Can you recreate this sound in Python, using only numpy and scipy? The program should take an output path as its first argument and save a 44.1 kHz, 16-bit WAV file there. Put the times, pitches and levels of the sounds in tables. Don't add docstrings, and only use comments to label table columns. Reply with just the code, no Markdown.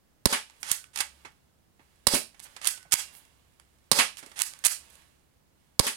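import sys
import numpy as np
from scipy import signal
from scipy.fft import rfft, irfft, next_fast_len
from scipy.io import wavfile
from scipy.ndimage import uniform_filter1d

SR = 44100
rng = np.random.default_rng(int(sys.argv[2]) if len(sys.argv) > 2 else 0)


def to_wav(sig):
    pcm = np.clip(np.atleast_2d(sig), -1, 1) * 32767
    pcm = np.round(pcm).astype(np.int16)
    wavfile.write(sys.argv[1], SR, pcm.T)


N = 262836
TIME = np.arange(N) / SR
BRIEF = TIME[:8192]

# t/s, level/dB, stroke/s, tilt/(dB per octave), air puff/dB
SHOTS = [(0.2556, 4.5, 0.0058, 0.16, 13), (2.0688, 9.5, .0065, 1, 6.5), (3.9148, 6, .0068, 0, -11.5),
         (5.7934, 5.5, 0.0059, 0.5, 14.5)]
# start t/s, latch t/s, final rail level/dB, rise on the way/dB,
# catch/dB, latch/dB, jolt/dB
PULLS = [(0.637, 0.7145, -28, 14, -26, -1, -19.5), (2.613, 2.672, -27.5, 19, -14.5, 1, -24.5),
         (4.359, 4.418, -28, 14.5, -13.5, 0, -29.5)]
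# start t/s, stop t/s, final rail level/dB, rise on the way/dB, clatter/dB,
# stop/dB, stop chatter/s, tilt/(dB per octave), shell/dB, jolt/dB
RETURNS = [(0.933, 1.004, -29, 24.5, -22, -16, 0.0062, -1.5, -32, -51),
           (2.911, 2.9396, -27.5, 13, -9, 13, 0.0012, 1.5, -33.5, -8.5),
           (4.639, 4.666, -21.5, 7.5, -9.5, 8, .0022, 3.5, -31.5, -21)]
# f/Hz, density level/dB
SLIDE_COLOUR = [(60, -42), (150, -21), (300, -31), (550, -19), (900, -8), (1600, -1.5), (2600, 0),
                (4000, -1.5), (6200, 0), (9500, 3.5), (11700, -4), (15000, -18)]
# f/Hz, level/dB, t60/s
SHELL_MODES = [(650, -20, 0.059), (830, -7.5, .05), (940, -13, 0.04), (1420, -7, .045), (1970, 0, .05),
               (2190, 0, 0.061), (2593, -2.5, .04)]
# f/Hz, level against the right/dB
SHADE_ROOM = [(100, -6.5), (500, 0), (1000, -1.5), (1600, -5), (2500, -8), (4000, -12.5), (9000, -14),
              (14000, -13)]
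TICK_S = 0.0014


def from_db(db):
    return 10 ** (np.asarray(db) / 20)


def at_hz(points, hz):
    known, values = np.transpose(points)
    return np.interp(np.log(np.maximum(hz, 1)), np.log(known), values)


def add(track, s, sound):
    start = max(round(s * SR), 0)
    track[..., start:start + sound.shape[-1]] += sound[..., :N - start]


def colour(x, points, tilt=0, keep_power=True):
    size = 2 * next_fast_len(x.shape[-1] // 2 + 2048)
    hz = np.arange(size // 2 + 1) * SR / size
    gain = from_db(at_hz(points, hz) + tilt * np.log2(1 + hz / 700))
    if keep_power:
        gain = gain / np.sqrt(np.mean(gain ** 2))
    cepstrum = irfft(np.log(gain))
    cepstrum[1:size // 2] *= 2
    cepstrum[size // 2 + 1:] = 0
    response = np.exp(rfft(cepstrum))
    return irfft(rfft(x, size) * response)[..., :x.shape[-1]]


def grains(envelope, uneven_db):
    sizes = from_db(uneven_db * rng.standard_normal(len(envelope)))
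    hits = envelope * rng.standard_normal(len(envelope)) * sizes
    return hits * np.sqrt(np.sum(envelope ** 2) / np.sum(hits ** 2))


def burst(envelope, uneven_db):
    hits = grains(envelope, uneven_db)
    energy = np.sum(hits ** 2)
    spectrum = rfft(hits, 2 * len(hits))
    even = irfft(spectrum / np.sqrt(np.abs(spectrum) ** 2 + energy / 10))[:len(hits)]
    return np.array([hits, even * np.sqrt(energy / np.sum(even ** 2))])


def ring(x, modes):
    t = TIME[:SR // 2]
    response = sum(from_db(db - 60 * t / t60) * np.sin(2 * np.pi * hz * t) for hz, db, t60 in modes)
    return signal.fftconvolve(x, response)[:N]


def chatter(length, rise):
    return (1 - np.exp(-BRIEF / rise)) * np.exp(-(BRIEF / length) ** 1.1)


def wander(t, step_s):
    values = rng.standard_normal(256)
    return np.interp(t / step_s, np.arange(len(values)), values)


def contact(db, length, tilt):
    return from_db(db + 4) * colour(burst(chatter(length, rise=0.00094), uneven_db=5), SLIDE_COLOUR, tilt)


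def rustle_db():
    # t/s, length/s, rustle/dB
    moves = [(0.476, .25, -60.5), (1.05, .15, -62.5), (1.82, 0.61, -70), (2.42, .33, -59),
             (2.99, 0.16, -56.5), (3.35, 0.68, -72), (4.164, 0.81, -58.5), (5.598, .08, -73.5)]
    attack_s, release_s, still_db = .06, 0.13, -81
    power = from_db(still_db) ** 2
    for s, length, db in moves:
        before = np.maximum(s - TIME, 0) / attack_s
        after = np.maximum(TIME - s - length, 0) / release_s
        power = power + (from_db(db) * np.exp(-before - after)) ** 2
    return 10 * np.log10(power)


def hush():
    # f/Hz, density level/dB
    hush_colour = [(20, -10), (70, -1.5), (150, 0.5), (260, -5), (520, -10.5), (1000, -14.5), (2500, -21),
                   (6000, -23.5), (15000, -25.5)]
    noise = colour(rng.standard_normal((2, N)), hush_colour)
    return from_db(-66) * noise * from_db([[-3], [0]])


def rumble():
    # f/Hz, density level/dB
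    rumble_colour = [(20, -9.5), (45, -3.5), (75, 2), (120, -11.5), (220, -14.5), (1000, -50)]
    shared, own = rng.standard_normal(N), rng.standard_normal((2, N))
    moving_db = rustle_db()
    level_db = -75 + 0.13 * (moving_db - moving_db.mean())
    return from_db(level_db) * colour(shared + .4 * own, rumble_colour)


def hum():
    swell_after_s, swell_s = 0.12, .15
    swell = sum(np.exp(-((TIME - stop - swell_after_s) / swell_s) ** 2) for _, stop, *_ in RETURNS)
    level_db = -80.5 + 10 * swell + 7 * wander(TIME, step_s=0.6)
    return from_db(level_db) * np.sin(2 * np.pi * 68 * TIME)


def sleeves():
    # f/Hz, density level/dB
    cloth_colour = [(60, 0), (300, 0.5), (800, 1), (2800, 4.5), (6000, -1.5), (9700, 2), (15000, -11.5)]
    return colour(grains(from_db(rustle_db()), uneven_db=1.0), cloth_colour)


def faint_ticks(spread_db, tilt):
    born = rng.random(N) < 9 / SR
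    over_cloth_db = 17
    sizes = born * from_db(rustle_db() + over_cloth_db + spread_db * rng.uniform(-1, 1, N))
    envelope = np.abs(signal.fftconvolve(sizes, chatter(TICK_S, rise=0.00083))[:N])
    return colour(envelope * rng.standard_normal(N), SLIDE_COLOUR, tilt)


def loose_parts():
    # t/s, level/dB, tilt/(dB per octave)
    ticks = [(0.4978, -33.5, -5.5), (0.5066, -39.5, -3), (0.841, -34, -4), (2.395, -32.5, 0.5),
             (2.4, -27.5, -1), (2.828, -36, -1.5), (3.150, -38, -2), (3.598, -37, -3), (4.170, -28, -2),
             (4.536, -29, -3), (4.5897, -34, 7), (4.901, -40, 11), (4.954, -38, 5)]
    out = np.zeros((2, N))
    for s, db, tilt in ticks:
        add(out, s, contact(db, TICK_S, tilt))
    return out


def finger_rubs():
    # t/s, length/s, level/dB, tilt/(dB per octave)
    rubs = [(0.596, 0.039, -49, 13), (2.42, .04, -42.5, 6), (2.446, 0.029, -46.5, -5.5),
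            (3.121, 0.088, -46, 20), (4.167, 0.042, -39, 0), (4.915, 0.04, -55.5, 5)]
    out = np.zeros((2, N))
    for s, length, db, tilt in rubs:
        stroke = np.sin(np.pi * np.minimum(BRIEF / length, 1))
        add(out, s, from_db(db) * colour(burst(stroke, uneven_db=1), SLIDE_COLOUR, tilt))
    return out


def grips():
    # t/s, level/dB, chatter/s, tilt/(dB per octave), shell/dB, palm thud/dB
    knocks = [(0.6295, -20.5, .0028, -2, -45.5, -57.5), (1.249, -42, .016, -9, -44.5, -50),
              (1.794, -59.5, .022, -13, -60, -59.5), (2.344, -52, .0067, -7, -61, -72),
              (2.564, -33, .005, -6, -48, -57), (2.614, -36.5, .005, -4, -55.5, -67),
              (2.775, -38.5, .0042, -3.5, -56, -68.5), (2.85, -55.5, .011, -22, -60.5, -69),
              (4.227, -43.5, .013, -6.5, -63, -44.5), (4.26, -42.5, .008, -2.5, -62, -52),
              (4.315, -43, .0055, -6, -56.5, -63)]
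    # f/Hz, density level/dB
    palm_colour = [(60, -12), (160, -2), (260, 2.5), (500, -4), (900, -15.5), (3000, -40.5)]
    out, blows = np.zeros((2, N)), np.zeros(N)
    for s, db, length, tilt, shell_db, palm_db in knocks:
        add(out, s, contact(db, length, tilt))
        thud = burst(chatter(length=0.012, rise=0.0012), uneven_db=2.5)
        add(out, s, from_db(palm_db) * colour(thud, palm_colour))
        add(blows, s, from_db([shell_db]))
    return out + ring(blows, SHELL_MODES)


def springs():
    # t/s, f/Hz, level/dB, t60/s
    twangs = [(.714, 1502, -56, .7), (2.672, 1502, -52.5, .8), (2.937, 2775, -34.5, 0.44),
              (4.499, 1520, -51.5, 0.4)]
    out, t = np.zeros(N), TIME[:SR]
    for s, hz, db, t60 in twangs:
        level_db = db - 60 * t / t60 + 4 * wander(t, step_s=0.016)
        onset = 1 - np.exp(-t / 0.012)
        add(out, s, from_db(level_db) * onset * np.sin(2 * np.pi * hz * t))
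    return out


def jolts(hz, decay_s):
    out = np.zeros(N)
    for _, s, *_, db in PULLS + RETURNS:
        add(out, s, from_db(db) * np.sin(2 * np.pi * hz * BRIEF) * np.exp(-BRIEF / decay_s))
    return out


def scrape(length, last_db, swell_db):
    rise_db = np.interp(BRIEF, [0, length], [last_db - swell_db, last_db])
    force_db = rise_db + 0.5 * wander(BRIEF, step_s=0.00091)
    release = np.exp(-np.maximum(BRIEF - length, 0) / 0.0055)
    return colour(burst(from_db(force_db) * release, uneven_db=3.5), SLIDE_COLOUR, tilt=-2.5)


def slide_back():
    catches_before_latch = [.027, .0182, .0108]
    rails, out = np.zeros((2, N)), np.zeros((2, N))
    for start, latch, rail_db, swell_db, catch_db, latch_db, _ in PULLS:
        add(rails, start, scrape(latch - start, rail_db, swell_db))
        for early in catches_before_latch:
            add(out, latch - early, contact(catch_db, length=0.0011, tilt=-.5))
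        add(out, latch, contact(latch_db, length=0.0023, tilt=3.8))
    return out + rails + ring(from_db(-50) * rails[1], SHELL_MODES)


def slide_home():
    clatter_shares = [.36, .57, .77]
    out, blows = np.zeros((2, N)), np.zeros(N)
    for start, stop, rail_db, swell_db, clatter_db, stop_db, length, tilt, shell_db, _ in RETURNS:
        add(out, start, scrape(stop - start, rail_db, swell_db))
        for share in clatter_shares:
            s = start + share * (stop - start)
            add(out, s, contact(clatter_db, 0.0032, tilt))
            add(blows, s, from_db([-43.5]))
        add(out, stop, contact(stop_db, length, tilt))
        add(blows, stop, from_db([shell_db]))
    return out + ring(blows, SHELL_MODES)


def frame_ring(x):
    # f/Hz, level/dB, t60/s
    frame_modes = [(440, -50.5, 0.027), (577.6, -55.5, 0.21), (995, -52.5, 0.031), (1397, -57.5, 0.067),
                   (1592, -56.5, 0.2), (1960, -58.5, 0.21), (2270, -56.5, 0.064), (2660, -60.5, 0.13),
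                   (3420, -54.5, 0.071), (4505, -56.5, .08), (5000, -58, 0.094), (9100, -55, 0.031),
                   (9400, -50.5, 0.08)]
    return ring(x, frame_modes)


def pellet():
    # t/s, crack/dB, crumple/s, tilt/(dB per octave), thud/dB
    impacts = [(0.325, -9, 0.0062, 1.1, -28), (2.137, -24.5, 0.012, -1, -17), (2.1433, -9, 0.0041, 8, -24),
               (3.9817, -13.5, .0015, -0.5, -40), (3.987, -7, 0.0063, 0.26, -29.5),
               (5.8656, -8.5, 0.0054, 4, -30.5)]
    # f/Hz, density level/dB
    crack_colour = [(60, -40), (150, -2.5), (270, -5), (600, -2.5), (950, 0.5), (1500, 3), (2700, 6.5),
                    (4200, 0.5), (7000, -2), (9700, 3.5), (11700, -6), (15000, -22)]
    # f/Hz, level/dB, t60/s
    panel_modes = [(227.7, -21, 0.3), (260, -7.5, 0.1), (364, -5.5, 0.035), (443, -23, .05),
                   (556, -14.5, 0.065)]
    crack, push = np.zeros((2, N)), np.zeros(N)
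    for s, db, crumple, tilt, thud_db in impacts:
        crumpling = burst(chatter(crumple, rise=0.0019), uneven_db=4)
        add(crack, s, from_db(db) * colour(crumpling, crack_colour, tilt))
        add(push, s, from_db([thud_db]))
    return crack + ring(push, panel_modes)


def rebounds(delay_s, rebound_db, length, tilt):
    out = np.zeros((2, N))
    for s, *_ in SHOTS:
        add(out, s + delay_s, contact(rebound_db, length, tilt))
    return out


def muzzle_pop(first_hz, last_hz, glide_s, decay_s, pop_db):
    out = np.zeros(N)
    hz = np.interp(BRIEF, [0, glide_s], [first_hz, last_hz])
    phase = 2 * np.pi * np.cumsum(hz) / SR
    swell = (BRIEF / decay_s) ** 2 * np.exp(-BRIEF / decay_s)
    for s, db, *_ in SHOTS:
        add(out, s, from_db(db + pop_db) * swell * np.sin(phase))
    return out


def piston():
    # f/Hz, density level/dB
    piston_colour = [(60, -20), (140, 0), (240, 5.5), (340, -5.5), (460, -1.5), (700, -6), (980, -3.5),
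                     (1500, -6), (2600, -5.5), (4800, 3), (7000, -3), (9500, 3.5), (11700, -5.5),
                     (15000, -16)]
    slam, air = np.zeros((2, N)), np.zeros(N)
    for s, db, stroke, tilt, air_db in SHOTS:
        rasp = 1 - np.exp(-BRIEF / 0.00058)
        stop = np.exp(-np.maximum(BRIEF - stroke, 0) / .001)
        add(slam, s, from_db(db) * colour(burst(rasp * stop, uneven_db=-3), piston_colour, tilt))
        puff = (1 - np.exp(-BRIEF / 0.00029)) * np.exp(-BRIEF / 0.002)
        add(air, s + stroke, -from_db(air_db) * puff)
    return slam, signal.sosfilt(signal.butter(1, 75, "high", fs=SR, output="sos"), air)


def room(x, build_s):
    # f/Hz, level/dB
    wall_colour = [(60, -8.5), (250, -8), (500, 1.5), (1000, 4), (2000, 2.5), (4000, 1), (9000, -0.5),
                   (15000, 0.5)]
    # f/Hz, t60/s
    decay_times = [(100, 0.17), (500, 0.21), (1500, 0.2), (4000, 0.26), (9000, 0.23), (15000, .2)]
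    t = TIME[:SR // 2]
    white = rfft(rng.standard_normal((2, len(t))))
    hz = np.arange(white.shape[1]) * SR / len(t)
    edges = np.append(0, np.geomspace(150, SR / 2, 12))
    tail = np.zeros((2, len(t)))
    for low, high in zip(edges, edges[1:]):
        band = irfft(white * ((hz >= low) & (hz < high)), len(t))
        tail += band * from_db(-60 * t / at_hz(decay_times, (low + high) / 2))
    tail = tail * (1 - np.exp(-t / build_s))
    tail = tail / np.sqrt(np.sum(tail ** 2, axis=1)[:, None])
    left, right = colour(tail, wall_colour, keep_power=False)
    left = colour(left, SHADE_ROOM, keep_power=False)
    return np.array([signal.fftconvolve(x, side)[:N] for side in (left, right)])


def scene():
    # f/Hz, level against the right/dB
    shade_direct = [(100, -13.5), (300, -8.5), (500, -6), (1000, -5.5), (1600, -11.5), (2500, -17),
                    (4000, -23), (9000, -23), (14000, -32)]
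    slam, air = piston()
    gun = slam + rebounds(delay_s=.057, rebound_db=-25, length=0.0036, tilt=-1)
    gun = gun + slide_back() + slide_home() + jolts(hz=129, decay_s=0.001)
    gun = gun + grips() + finger_rubs() + loose_parts() + faint_ticks(spread_db=4, tilt=0)
    gun, gun_all_round = gun + frame_ring(gun[1]) + springs()
    impact, impact_all_round = pellet()
    cloth = sleeves()
    pop = muzzle_pop(first_hz=251, last_hz=1126, glide_s=0.0018, decay_s=0.0013, pop_db=-9.0)

    near = gun + cloth * from_db(-0.5)
    shaded = colour(near, shade_direct, keep_power=False) + colour(impact, SHADE_ROOM, keep_power=False)
    direct = np.array([np.roll(shaded, 7), near + impact + air]) + pop
    radiated = from_db(-10.0) * gun_all_round + from_db(-25) * pop
    radiated = radiated + from_db(3.5) * impact_all_round + from_db(-2.0) * cloth
    return direct + room(radiated, build_s=0.0017) + hush() + rumble() + hum()


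def released(over_db, db_per_s):
    return np.maximum.accumulate(np.maximum(over_db, 0) + db_per_s * TIME) - db_per_s * TIME


def limiter(x, ceiling_db, hold_s, db_per_s):
    level_db = 20 * np.log10(np.abs(x).max(axis=0) + 1e-9)
    cut_db = released(level_db - ceiling_db, db_per_s)
    cut_db = np.maximum(cut_db, np.interp(TIME - hold_s, TIME, cut_db))
    return x * from_db(-uniform_filter1d(cut_db, size=24))


def blast_guard(x, threshold_db, db_per_s):
    bass = signal.sosfilt(signal.butter(2, 90, fs=SR, output="sos"), x)
    level_db = 20 * np.log10(np.abs(bass) + 1e-9)
    cut_db = np.array([released(side_db - threshold_db, db_per_s) for side_db in level_db])
    return x * from_db(-cut_db)


def record(dry):
    limited = limiter(dry, ceiling_db=-1, hold_s=0.019, db_per_s=450.5)
    guarded = blast_guard(limited, threshold_db=-23.5, db_per_s=11)
    rounded = .8 * np.tanh(guarded / .8)
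    return signal.sosfilt(signal.cheby2(14, 60, 16900, fs=SR, output="sos"), rounded)


dry = scene()
out = record(dry)
to_wav(out)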